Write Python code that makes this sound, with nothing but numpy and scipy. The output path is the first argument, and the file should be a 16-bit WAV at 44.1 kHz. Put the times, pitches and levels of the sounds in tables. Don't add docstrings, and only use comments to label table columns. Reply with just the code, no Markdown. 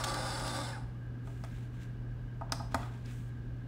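import sys
import numpy as np
from scipy import signal
from scipy.fft import rfft, irfft, next_fast_len
from scipy.io import wavfile
from scipy.ndimage import map_coordinates

SR = 44100
rng = np.random.default_rng(int(sys.argv[2]) if len(sys.argv) > 2 else 0)


def natural_amplitude(level_db):
    exponent = np.asarray(level_db, float) / 20
    return 10 ** exponent


def inscribe(sig):
    pcm = np.round(np.clip(np.atleast_2d(sig).T, -1, 1) * 32767)
    wavfile.write(sys.argv[1], SR, pcm.astype(np.int16))


N = 161847


def unit(x):
    return x / np.sqrt(np.mean(x ** 2) + 1e-20)


def along(points, hz):
    f, v = np.transpose(points)
    return np.interp(np.log(hz + 1), np.log(f + 1), v)


def curves(rows):
    s, *columns = np.transpose(rows)
    return [np.interp(np.arange(N) / SR, s, c) for c in columns]


def wobble(rate):
    return map_coordinates(rng.standard_normal(N // 20), [np.arange(N) * rate / SR])


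def filtered(x, response):
    m = next_fast_len(N + SR // 2)
    return irfft(rfft(x, m) * response(np.fft.rfftfreq(m, 1 / SR)), m)[..., :N]


def hiss(spectrum):
    white = rng.standard_normal(N)
    return unit(filtered(white, lambda hz: natural_amplitude(along(spectrum, hz))))


def peak(f, hz, width):
    return 1j * f * width / (hz * hz - f * f + 1j * f * width)


def swell(s, length, edge):
    t = np.arange(N) / SR - s
    return np.clip(t / edge, 0, 1) * np.exp(-np.maximum(t - length, 0) / (edge + length / 3))


def ring(modes, t):
    out = 0
    for hz, db, t60 in modes:
        fading = natural_amplitude(db + rng.standard_normal() - 60 * t / t60)
        out = out + fading * np.sin(2 * np.pi * hz * t + rng.random())
    return out


def whine(rows):
    hz, db = curves(rows)
    flutter_db = 3.5 * wobble(90)
    hz = hz + 55 * wobble(120)
    return natural_amplitude(db + flutter_db) * np.sin(2 * np.pi * np.cumsum(hz) / SR)


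SHAFT_HZ = 58.2
BED_DB = 1.5
GRIT_DB, TURN_DEPTH = 1, 0.03
DULLING_DB, BRIGHT_HZ, SWAY_DB = -19, 2660, 0.5
# t/s, share of full speed
SPEED = [
    (0, 1),
    (.63, 1),
    (.7, .9),
    (.76, .56),
    (.82, .35),
    (.92, .075),
    (1.05, .03),
]
# t/s, level/dB
RUN = [(0, -38.5), (.3, -39.5), (.62, -42), (.7, -42.5), (.76, -46), (.82, -56), (.92, -68), (1.05, -100)]
# f/Hz, level/dB
BEARING = [(200, -10.5), (1500, -8), (2500, -17), (5000, -16), (6500, -18.5), (10000, -20), (10700, -31),
           (16000, -33.5)]
# t/s, level/dB, length/s
RATTLES = [
    (0.037, -34, 0.0092),
    (0.059, -51, 0.002),
    (0.081, -45, 0.0041),
    (0.142, -37, 0.0036),
    (0.291, -65, 0.0031),
    (.395, -45, 0.0063),
    (0.476, -44, 0.0063),
    (.574, -52, 0.0023),
]
# f/Hz, level/dB
RATTLE = [(300, -43), (1000, 10), (2500, -1), (3600, 7.5), (5200, 2), (7300, 2), (11000, -11), (15000, -11)]
# f/Hz, level/dB, 60 dB fade/s
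CHINK = [
    (7250, -39, .03),
    (3550, -46, .025),
    (5250, -46, .025),
]


def motor():
    (speed,), (db,) = curves(SPEED), curves(RUN)
    turns = 2 * np.pi * np.cumsum(SHAFT_HZ * speed) / SR
    grit = rng.standard_normal(N) * natural_amplitude(GRIT_DB * wobble(400) + wobble(26.76))
    grit = grit * (1 + TURN_DEPTH * np.cos(turns))
    bed = unit(filtered(grit, lambda f: natural_amplitude(along(BEARING, f))))
    rub = unit(case(grit) + natural_amplitude(BED_DB) * bed)
    treble = filtered(rub, lambda f: 1 / (1 + (BRIGHT_HZ / (f + 1)) ** 6))
    rub = rub - treble + treble * natural_amplitude(DULLING_DB * (1 - speed) + SWAY_DB * wobble(10.9))

    shake = sum(natural_amplitude(d) * swell(s, length, 0.00062) for s, d, length in RATTLES)
    rattle = shake * natural_amplitude(1.23 * wobble(500)) * hiss(RATTLE)
    since = np.maximum(np.arange(N) / SR - RATTLES[0][0], 0)
    chink = ring(CHINK, since) * np.minimum(1, since / 0.0031) * natural_amplitude(3 * wobble(150))
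    return natural_amplitude(db) * rub + chink + rattle


DRIFT, WIDEN, FLICKER_DB = 0.018, 0.03, 1.1
# f/Hz, width/Hz, level/dB
CASE = [(538, 36, -1), (827, 234, -2.5), (1193, 12, -3), (1466, 145, -8.5), (2080, 27, -12.5),
        (3527, 120, -9), (3900, 160, -13), (4140, 80, -10.5), (4640, 40, -7), (4970, 86, -7.5),
        (5320, 210, -11), (7900, 640, -20), (9020, 81, -12.5), (10180, 28, -17)]


def case(grit):
    out = 0
    for hz, width, db in CASE:
        wide = width + WIDEN * hz
        low = filtered(grit, lambda f: peak(f, hz * (1 - DRIFT), wide) ** 2)
        high = filtered(grit, lambda f: peak(f, hz * (1 + DRIFT), wide) ** 2)
        turn = np.pi / 4 * (1 + np.tanh(wobble(8.43)))
        out = out + natural_amplitude(db + FLICKER_DB * wobble(7.67)) * (np.cos(turn) * low + np.sin(turn) * high)
    return unit(out)


# multiple of shaft pitch, level/dB
ORDERS_DB = [(4, -58), (5, -54), (6, -57.5), (9, -65), (9.5, -58), (10, -57), (11, -56), (14, -61.5),
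             (20, -50), (21.6, -55.5), (25.4, -87), (27.6, -57.5), (80, -61.5)]
# t/s, level/dB
LOAD = [
    (0, 0),
    (.62, 0),
    (.65, -14),
    (.74, -24),
    (.85, -60),
]
# t/s, f/Hz, level/dB
SQUEAL = [
    (.44, 3900, -75),
    (.475, 3790, -54),
    (.52, 3600, -52),
    (.56, 3490, -50),
    (.6, 3620, -53),
    (.63, 3780, -53),
    (.655, 3500, -51),
    (.68, 3070, -58),
    (.71, 2900, -80),
]
# t/s, f/Hz, level/dB
STOP = [
    (.715, 1720, -75),
    (.733, 1650, -46),
    (.752, 1500, -46),
    (.768, 1340, -52),
    (.795, 1240, -75),
]


def tones():
    (speed,), (load_db,) = curves(SPEED), curves(LOAD)
    shaft_hz = SHAFT_HZ * speed * (1 + 0.0025 * wobble(13.1))
    turns = 2 * np.pi * np.cumsum(shaft_hz) / SR
    orders = 0
    for multiple, db in ORDERS_DB:
        strength = natural_amplitude(db + 3 + 3.7 * wobble(13.3))
        orders = orders + strength * np.sin(multiple * turns + 6 * rng.random())
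    return natural_amplitude(load_db) * orders + whine(SQUEAL) + whine(STOP) + groan()


# t/s, f/Hz, level/dB
GROAN = [
    (.55, 548, -80),
    (.585, 558, -42.5),
    (.63, 560, -46),
    (.67, 545, -80),
]


def groan():
    hz, db = curves(GROAN)
    return natural_amplitude(db) * np.sin(2 * np.pi * np.cumsum(hz) / SR)


SNAP_T60_S = 0.021
TICK_DB, TICK_T60_S, HARD_S = -23.5, 0.0024, 0.00078
SOFT_S = 0.007
OFF_DB, SCUFF = 6, 0.15
# t/s,
# level/dB, snap level/dB, rise/s, strongest f/Hz
KNOCKS = [(1.273, -53, -62, 0.0019, 1140), (1.438, -44.5, -48.5, 0.0014, 824),
          (1.445, -53, -57, 0.0011, 1530), (2.411, -36.5, -60, 0.0042, 845),
          (2.496, -52, -64, 0.0012, 1000), (2.521, -34, -24.5, 0.00097, 1080),
          (2.598, -37, -70, 0.007, 860), (2.72, -55, -55, 0.0023, 1200),
          (2.7442, -28.5, -31.5, 0.0016, 1040), (2.829, -46.5, -65, 0.0023, 1530),
          (2.852, -52, -63, 0.0027, 1300), (3.059, -68, -53.5, 0.0018, 2500),
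          (3.11, -60, -56, 0.0022, 1510), (1.295, -56, -80, .005, 686), (1.458, -59, -80, 0.0063, 670),
          (2.79, -50, -70, 0.0047, 955)]
# f/Hz, level/dB, 60 dB fade/s
BOX = [(675, 1, 0.1), (751, 0, 0.05), (826, 10.5, 0.024), (909, 2, 0.053), (1038, -4, 0.046),
       (1246, 7, .035), (1470, 10, 0.012), (1940, -1, 0.048), (2500, 7, 0.021), (3360, 16, 0.019)]
# f/Hz, level/dB, 60 dB fade/s
TABLE = [
    (88, 0, 0.13),
    (262, -1.5, 0.094),
]
# f/Hz, level/dB
DOME = [(300, -8), (1500, -8.5), (3500, -11), (5100, -2.5), (6200, -11), (7700, -11.5), (11000, -21),
        (16500, -31)]
# f/Hz, level/dB, 60 dB fade/s
PING = [
    (5200, -7, .011),
    (5750, -14, .008),
]
# f/Hz, level/dB
NAIL = [(1000, -16), (3000, -12), (8000, 44), (12000, 6), (16800, -17)]


def buttons():
    out, t = np.zeros(N + SR), np.arange(SR // 4) / SR
    dome, nail = hiss(DOME), hiss(NAIL)
    for k, (s, db, snap_db, rise, hz) in enumerate(KNOCKS):
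        part = slice(k * SR // 5, k * SR // 5 + len(t))
        struck = []
        for f, d, t60 in BOX:
            loss_db = OFF_DB * (1 + rise / SOFT_S) * np.log2(f / hz) ** 2
            struck.append((f, d - loss_db, t60 + 4 * rise * min(1, hz / f) ** 2))
        body = ring(struck, t) * (1 + SCUFF * wobble(240)[:len(t)]) + ring(TABLE, t)
        knock = natural_amplitude(db) * body * (1 - np.exp(-t / rise))
        tick = natural_amplitude(db + TICK_DB - 60 * t / TICK_T60_S) * nail[part] * (HARD_S / rise) ** 2
        snap = natural_amplitude(-60 * t / SNAP_T60_S) * dome[part] + natural_amplitude(snap_db - db) * ring(PING, t)
        snap = natural_amplitude(snap_db) * snap * np.minimum(1, 3 * t / rise)
        out[round(s * SR):][:len(t)] += knock + tick + snap
    return out[:N]


# t/s, level/dB, 60 dB fade/s
TICKS = [(1.272, -55, 0.028), (1.4375, -52, 0.011), (1.447, -46, 0.023), (1.543, -64, .02),
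         (1.765, -68, .01), (1.803, -75, 0.018), (2.5205, -71, 0.0048), (2.531, -35, 0.011),
         (2.722, -60, .015), (2.7454, -29, 0.018), (2.755, -39, .012), (2.817, -66, .01),
         (2.831, -58, .015), (2.850, -64, 0.019), (3.062, -58, .015), (3.111, -56, .02)]
# f/Hz, level/dB
CRISP = [(500, -12), (1500, 16), (4000, -17), (8000, -1), (11000, -9.5), (14000, -18), (16900, -8)]


def ticks():
    t = np.arange(N) / SR
    fades = sum(natural_amplitude(db - 60 * np.maximum(t - s, 0) / t60) * (t > s) for s, db, t60 in TICKS)
    return fades * hiss(CRISP)


# t/s, length/s, level/dB
BRUSHES = [(1.24, 0.14, -69.5), (1.42, 0.19, -68.5), (1.723, 0.11, -70.5), (1.798, 0.033, -65),
           (2.703, 0.023, -61), (2.766, 0.079, -59.5), (2.911, 0.21, -70.5), (3.04, 0.07, -65.5),
           (3.094, 0.1, -83), (3.16, 0.15, -78), (1.525, .1, -77)]
# f/Hz, level/dB
SKIN = [(300, -18), (800, -4), (2000, 9.5), (3700, 5.5), (4800, -2), (7500, -1), (11500, -12),
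        (15000, -10.5)]


def hand():
    stroke = sum(natural_amplitude(d) * swell(s, length, 0.024) for s, length, d in BRUSHES)
    grain_db = wobble(40) + 1.6 * wobble(300)
    return stroke * natural_amplitude(grain_db) * hiss(SKIN)


# t/s, level/dB
SLEEVE = [
    (1.2, -100),
    (1.26, -74),
    (1.65, -77),
    (1.72, -100),
    (3.03, -100),
    (3.12, -66.5),
    (3.29, -73),
    (3.33, -100),
]
# f/Hz, level/dB
CLOTH = [(3000, -28), (6000, -2), (8000, 0), (11500, -10), (15000, -8)]


def sleeve():
    db, = curves(SLEEVE)
    return natural_amplitude(db + wobble(29.8)) * hiss(CLOTH)


AIR_DB, RUMBLE_DB, FAN_SWAY_DB = -61, -48, 1.2
# f/Hz, level/dB
HUM = [
    (120, -41.5),
    (240, -62),
]
# f/Hz, width/Hz, level/dB
FAN = [
    (38.5, 43, -49),
    (253.7, 46.5, -58),
    (1607, 160, -66),
]
# f/Hz, level/dB
RUMBLE = [(27, -50), (37, 6), (45, 5), (90, -2.5), (170, -3.5), (260, -9), (400, -16.5), (600, -55.5)]
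# f/Hz, level/dB
AIR = [(200, -15.5), (400, 1), (700, -6.5), (1300, -11.5), (2500, -18), (5000, -27), (9000, -38.5),
       (15700, -51)]


def background():
    t = np.arange(N) / SR
    out = natural_amplitude(RUMBLE_DB) * hiss(RUMBLE) + natural_amplitude(AIR_DB + 0.1 * wobble(3.84)) * hiss(AIR)
    for hz, db in HUM:
        strength = natural_amplitude(db + 2 + 0.31 * wobble(3.1))
        out = out + strength * np.sin(2 * np.pi * hz * t + 0.051 * wobble(7.8))
    for hz, width, db in FAN:
        drone = unit(filtered(rng.standard_normal(N), lambda f: peak(f, hz, width) ** 2))
        out = out + natural_amplitude(db + FAN_SWAY_DB * wobble(10)) * drone
    return out


# f/Hz, 60 dB fade/s
ROOM = [(300, 0.6), (2000, 0.54), (6000, 0.45), (12000, 0.49)]


def room(x, rate):
    hz, t, z = signal.stft(rng.standard_normal((2, SR // 2)), SR, nperseg=256)
    fade = natural_amplitude(-60 * t / along(ROOM, hz)[:, None])
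    tail = signal.istft(z * fade, SR, nperseg=256)[1]
    tail = tail / np.linalg.norm(tail[0])
    late = np.pad(x, (200, 0))[None]
    a, b = signal.fftconvolve(late, tail, axes=1)[:, :N]
    turn = 2 * wobble(rate)
    return np.cos(turn) * a + np.sin(turn) * b


ROOM_DB, CLICK_ROOM_DB = -10.5, -9.5
TOP_HZ, EDGE_HZ, LEAK_DB = 15750, 16950, -9


def scene():
    near, clicks = motor(), buttons() + ticks()
    echoes = natural_amplitude(ROOM_DB) * room(near, 40) + natural_amplitude(CLICK_ROOM_DB) * room(clicks, 220)
    steady = near + tones() + echoes + hand() + sleeve() + background()
    steady = filtered(steady, lambda hz: hz < TOP_HZ)
    clicks = filtered(clicks, lambda hz: np.where(hz < TOP_HZ, 1, natural_amplitude(LEAK_DB) * (hz < EDGE_HZ)))
    return (steady + clicks)[None]


def top_cut(x):
    return signal.sosfilt(signal.butter(12, 16990, fs=SR, output="sos"), x)


def record(dry):
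    mix = filtered(dry, lambda hz: 1 / np.sqrt(1 + (38 / (hz + 1)) ** 8))
    return top_cut(mix)


dry = scene()
out = record(dry)
inscribe(out)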